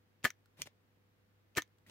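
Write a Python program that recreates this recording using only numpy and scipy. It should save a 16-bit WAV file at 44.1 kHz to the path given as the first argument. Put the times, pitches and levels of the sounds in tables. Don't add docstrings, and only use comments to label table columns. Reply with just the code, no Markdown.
import sys
import numpy as np
from scipy import signal
from scipy.fft import rfft, irfft, next_fast_len
from scipy.io import wavfile

SR = 44100
rng = np.random.default_rng(int(sys.argv[2]) if len(sys.argv) > 2 else 0)


def put_to_file(sound):
    columns = np.atleast_2d(sound).T
    safe = np.clip(columns, -1, 1)
    whole_steps = np.round(safe * 32767)
    wavfile.write(sys.argv[1], SR, whole_steps.astype(np.int16))


N = 83790

# (frequency [Hz], gain [dB])
FLOOR_TONE = [(20, -16), (40, -19.5), (70, -15.5), (100, -12), (135, -14), (200, -13.5), (400, -18.5),
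              (700, -24.5), (1800, -26), (4000, -34), (9000, -44), (11000, -42), (13000, -39), (16000, -39)]
# (frequency [Hz], correlation)
FLOOR_CORRELATION = [(60, .6), (240, .66), (950, -0.091), (3800, -.15), (15000, -0.08)]
# (frequency [Hz], level [dB])
HUM_PARTIALS = [(99.8, -75.5), (498, -88)]

# (start [s], peak time [s], level [dB], 60 dB rise [s], 60 dB fall [s])
FLIGHT_STROKES = [(.2365, .2515, -33, .04, 0.084), (1.5585, 1.579, -32, 0.051, 0.043)]
PUSH_STROKES = [(.569, .604, -56.5, 0.15, 0.13), (.612, .618, -52, 0.044, .03),
                (.657, .668, -54, .08, 0.035), (1.864, 1.893, -63, 0.47, 0.12)]
# (time [s], level [dB], t60 [s])
CLACK_HITS = [(0.2429, -8.5, 0.032), (1.571, -5.5, 0.054), (1.5804, -25, 0.0073)]
# (time [s], relative level [dB], pitch ratio)
SLAM_HITS = [(.2503, -2, 1.02), (.2543, -1.5, .99), (.2623, -18, 1), (1.5663, -22, 1), (1.5809, -6, 1.02),
             (1.5842, -9.5, 1), (1.5865, -16, 1), (1.592, -18, 1)]
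# (time [s], level [dB], frequency [Hz])
THUMP_HITS = [(.2505, -18, 218), (1.5805, -13.5, 303)]
# (time [s], level [dB])
GULP_PULSES = [(0.2509, -31), (1.5781, -31)]
# (time [s], relative level [dB])
SLIP_HITS = [(0.2299, -41.5), (1.552, -33)]
DROP_HITS = [(0.3041, -22.5), (.3132, -50), (1.6208, -22.5), (1.628, -40)]
TAP_HITS = [(0.4583, -45.5), (1.677, -54), (1.7852, -51.5)]
BUMP_HITS = [(0.5914, -35), (0.598, -35), (0.6578, -35.5), (.6705, -52), (.672, -27.5), (1.897, -32.5)]
LATCH_HITS = [(0.619, -16.5)]
PING_HITS = [(1.8645, -41.5)]

# (frequency [Hz], relative level [dB], t60 [s])
BARREL_MODES = [(520, -22, .025), (655, -23, .025), (800, -20, .02), (960, -24, .025), (1222, -11, .022),
                (1490, -12, .025), (1720, 0, .012), (1760, -21, .07), (1930, -21, .04), (2090, -20, .025),
                (2690, -24, .03), (3070, -20, .035), (4050, -28, .045)]
PLUNGER_MODES = [(1500, -4, .005), (2050, 0, .006), (3700, -6, .006), (6100, -6, .012), (6450, -10, .01)]
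CATCH_MODES = [(1600, -5, .006), (2150, 0, .009), (2400, -8, .04), (3246, -22, .07), (4200, -14, .02),
               (6250, -5, .012)]
SPRING_MODES = [(1930, 2, 0.025), (2130, -8, 0.035), (6300, -16, 0.12), (12900, -13, .09)]

# (frequency [Hz], gain [dB])
SLIP_EQ = [(200, -16.5), (1000, -18), (1900, -18.5), (2500, -1.5), (3600, -12.5), (5400, -8), (8500, -29.5),
           (16000, -29)]
FLIGHT_EQ = [(50, -9.5), (300, 0.5), (750, 0.5), (1050, -4.5), (1600, -2.5), (3000, -4), (4500, -9),
             (7000, -7), (9000, -18), (13000, -13.5), (16000, -13)]
CLACK_EQ = [(60, -14.5), (350, 6), (1000, -13.5), (1500, 3), (3000, 0.5), (5000, -9), (7500, -7),
            (9000, -15), (12000, -13), (16000, -20)]
SLAM_EQ = [(60, -13), (250, -10.5), (900, 2), (1700, -3.5), (3200, -6), (6500, -9), (9000, -14.5),
           (12500, -4.5), (16000, -18.5)]
DROP_EQ = [(100, -26), (750, -24), (1350, -3), (2000, -1), (2900, -8), (3700, -2), (5100, -9), (6150, 0),
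           (7200, -9), (9000, -19), (15000, -14)]
TAP_EQ = [(200, -14), (900, -22), (1350, 12), (2100, -9), (3200, 2), (5000, 1.5), (6500, -6.5),
          (8200, -0.5), (10000, -8), (16000, -6)]
PUSH_EQ = [(40, -10.5), (160, 3.5), (500, -11.5), (1200, -14.5), (2400, -9), (4000, -13.5), (7000, -20),
           (9000, -20), (16000, -22)]
BUMP_EQ = [(40, -15), (130, -3), (220, 4.5), (420, -4.5), (650, -1.5), (950, -14), (2400, -10.5),
           (6000, -17.5), (16000, -32.5)]
LATCH_EQ = [(60, -26), (200, -16), (900, -16), (1400, -6), (2350, 0), (3500, -4), (6300, -5), (8500, -12),
            (11000, -11), (16000, -19)]
BENCH_EQ = [(100, -5), (700, 2), (1700, -3), (3000, -1), (8000, -3), (16000, 0.5)]

# (frequency [Hz], power share)
COMMON_SHARE = [(300, .95), (1500, .55), (4000, .45), (12000, .35)]
# (frequency [Hz], left minus right [dB])
LEFT_BIAS = [(100, -.5), (700, -0.03), (2000, 2.5), (4400, -0.5), (8000, 1), (14000, 3.5)]
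# (frequency [Hz], t60 [s])
ROOM_DECAY = [(100, .11), (400, 0.057), (1000, 0.05), (2000, .115), (5000, .12), (10000, 0.059),
              (16000, 0.1084)]

FIRE_LAG_S, COCK_LAG_S = .000018, .00011
BENCH_DB, BENCH_T60_S, BENCH_DELAY_S, ROOM_DELAY_S = -12.5, .04, .0028, .006
RING_RISE_CYCLES, SCRAPE_ONSET_S = .37, .001


def amp(db):
    return 10 ** (np.asarray(db) / 20)


def unit(x):
    return x / np.sqrt(np.mean(np.sum(x ** 2, -1)) + 1e-20)


def lookup(table, hz):
    table_hz, values = np.transpose(table)
    return np.interp(np.log(hz + 1), np.log(table_hz), values)


def clock(size=8192):
    return np.arange(size) / SR


def sequence(events):
    mix = np.zeros((2, N))
    for at_s, db, sound in events:
        span = mix[:, round(at_s * SR):][:, :sound.shape[-1]]
        span += amp(db) * sound[..., :span.shape[1]]
    return mix


def colour(x, eq, size=2048):
    log_gain = np.log(amp(lookup(eq, abs(np.fft.fftfreq(size, 1 / SR)))))
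    response = np.exp(np.conj(signal.hilbert(log_gain)))
    taps = np.fft.ifft(response).real[:size // 2]
    return signal.fftconvolve(x, unit(taps)[None], axes=1)[:, :x.shape[1]]


def noise_pair(size):
    spectra = rfft(rng.standard_normal((3, size)))
    share = np.clip(lookup(COMMON_SHARE, np.fft.rfftfreq(size, 1 / SR)), 0, 1)
    return irfft(np.sqrt(share) * spectra[0] + np.sqrt(1 - share) * spectra[1:], size)


def contact(eq, rattle_share, t60_s):
    t = clock()
    force = np.sqrt(rattle_share) * unit(noise_pair(len(t)) * amp(-60 * t / t60_s) * (t > 0))
    force[:, 0] = -np.sqrt(1 - rattle_share)
    return unit(colour(force, eq))


def ring(modes, pitch=1):
    t = clock()
    motion = 0
    for hz, db, t60_s in modes:
        envelope = amp(db - 60 * t / t60_s) * (1 - np.exp(-t * hz / RING_RISE_CYCLES))
        motion += envelope * np.sin(2 * np.pi * hz * pitch * t) / hz
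    return -unit(np.diff(motion, prepend=0))


def room_tone(noise_db=-74):
    hz, t = np.fft.rfftfreq(N, 1 / SR), clock(N)
    left, other = rfft(rng.standard_normal((2, N)))
    match = np.clip(lookup(FLOOR_CORRELATION, hz), -1, 1)
    right = match * left + np.sqrt(1 - match ** 2) * other
    air = irfft(np.array([left, right]) * amp(lookup(FLOOR_TONE, hz)), N)
    hum = sum(amp(db) * np.sqrt(2) * np.sin(2 * np.pi * (f * t + rng.random())) for f, db in HUM_PARTIALS)
    return amp(noise_db) * np.sqrt(N) * unit(air) + hum


def catch_slips():
    return sequence((s, db, contact(SLIP_EQ, .53, t60_s=.016)) for s, db in SLIP_HITS)


def plunger_scrape(strokes, eq, grain_db):
    t = clock(N)
    envelope = 0
    for start_s, peak_s, db, rise_s, fall_s in strokes:
        onset = np.clip((t - start_s) / SCRAPE_ONSET_S, 0, 1)
        envelope += onset * amp(db - 60 * np.maximum((peak_s - t) / rise_s, (t - peak_s) / fall_s))
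    grains = amp(grain_db * np.repeat(rng.standard_normal(N), 32)[:N])
    grains /= np.sqrt(np.mean(grains ** 2))
    return colour(noise_pair(N) * envelope * grains, eq)


def barrel_clacks():
    return sequence((s, db, contact(CLACK_EQ, .97, t60_s)) for s, db, t60_s in CLACK_HITS)


def stop_slams(ring_db=-1, contact_db=-9):
    barrel = sequence((s, db + ring_db, ring(BARREL_MODES, pitch)) for s, db, pitch in SLAM_HITS)
    hits = sequence((s, db + contact_db, contact(SLAM_EQ, .62, t60_s=.028)) for s, db, _ in SLAM_HITS)
    return barrel + hits


def casing_thumps(t60_s=.06):
    return sequence((s, db, ring([(hz, 0, t60_s)])) for s, db, hz in THUMP_HITS)


def air_gulps(width_s=.0013):
    pressure = np.zeros(N)
    for at_s, db in GULP_PULSES:
        u = (clock(N) - at_s) / width_s
        pressure -= amp(db) * (np.exp(-u ** 2) - np.exp(-(u / 4) ** 2) / 4)
    return pressure


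def plunger_drops(ring_db=-4):
    plunger = amp(ring_db) * ring(PLUNGER_MODES)
    return sequence((s, db, plunger + contact(DROP_EQ, .88, t60_s=.01)) for s, db in DROP_HITS)


def tool_taps():
    return sequence((s, db, contact(TAP_EQ, .86, t60_s=.015)) for s, db in TAP_HITS)


def body_bumps():
    return sequence((s, db, contact(BUMP_EQ, .79, t60_s=.017)) for s, db in BUMP_HITS)


def catch_latch(ring_db=-6.5, contact_db=5.5):
    snap = amp(ring_db) * ring(CATCH_MODES) + amp(contact_db) * contact(LATCH_EQ, .91, t60_s=.009)
    return sequence((s, db, snap) for s, db in LATCH_HITS)


def spring_ping():
    return sequence((s, db, ring(SPRING_MODES)) for s, db in PING_HITS)


def place(x, lag_s, room_db):
    t = clock(16384)
    bench = noise_pair(len(t)) * amp(-60 * t / BENCH_T60_S) * (t > BENCH_DELAY_S)
    bench = unit(colour(bench, BENCH_EQ))
    band_hz, frame_s, bands = signal.stft(noise_pair(len(t)), SR, nperseg=128)
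    bands *= amp(-60 * frame_s / lookup(ROOM_DECAY, band_hz)[:, None])
    tail = signal.istft(bands, SR, nperseg=128)[1][:, :len(t)]
    echoes = amp(BENCH_DB) * bench + amp(room_db) * unit(tail * (t > ROOM_DELAY_S))
    wet = x + signal.fftconvolve(x, echoes, axes=1)[:, :N]
    size = next_fast_len(N + len(t))
    hz = np.fft.rfftfreq(size, 1 / SR)
    left = amp(lookup(LEFT_BIAS, hz) / 2)
    right = np.exp(-2j * np.pi * hz * lag_s) / left
    return irfft(rfft(wet, size) * np.array([left, right]), size)[:, :N]


def scene():
    shots = plunger_scrape(FLIGHT_STROKES, FLIGHT_EQ, grain_db=-.5)
    shots += barrel_clacks() + stop_slams() + casing_thumps() + air_gulps()
    mix = place(shots, FIRE_LAG_S, room_db=-16)
    mix += place(catch_slips() + plunger_drops() + tool_taps(), FIRE_LAG_S, room_db=-24.5)
    cocking = plunger_scrape(PUSH_STROKES, PUSH_EQ, grain_db=1.5)
    cocking += catch_latch() + body_bumps() + spring_ping()
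    mix += place(cocking, COCK_LAG_S, room_db=-16.5)
    return mix + room_tone()


def record(dry, low_cut_hz=32, high_cut_hz=15900):
    highpass = signal.butter(2, low_cut_hz, "high", fs=SR, output="sos")
    lowpass = signal.firwin(255, high_cut_hz, window=("kaiser", 8), fs=SR)
    return signal.oaconvolve(signal.sosfilt(highpass, dry), lowpass[None], "same")


dry = scene()
out = record(dry)
put_to_file(out)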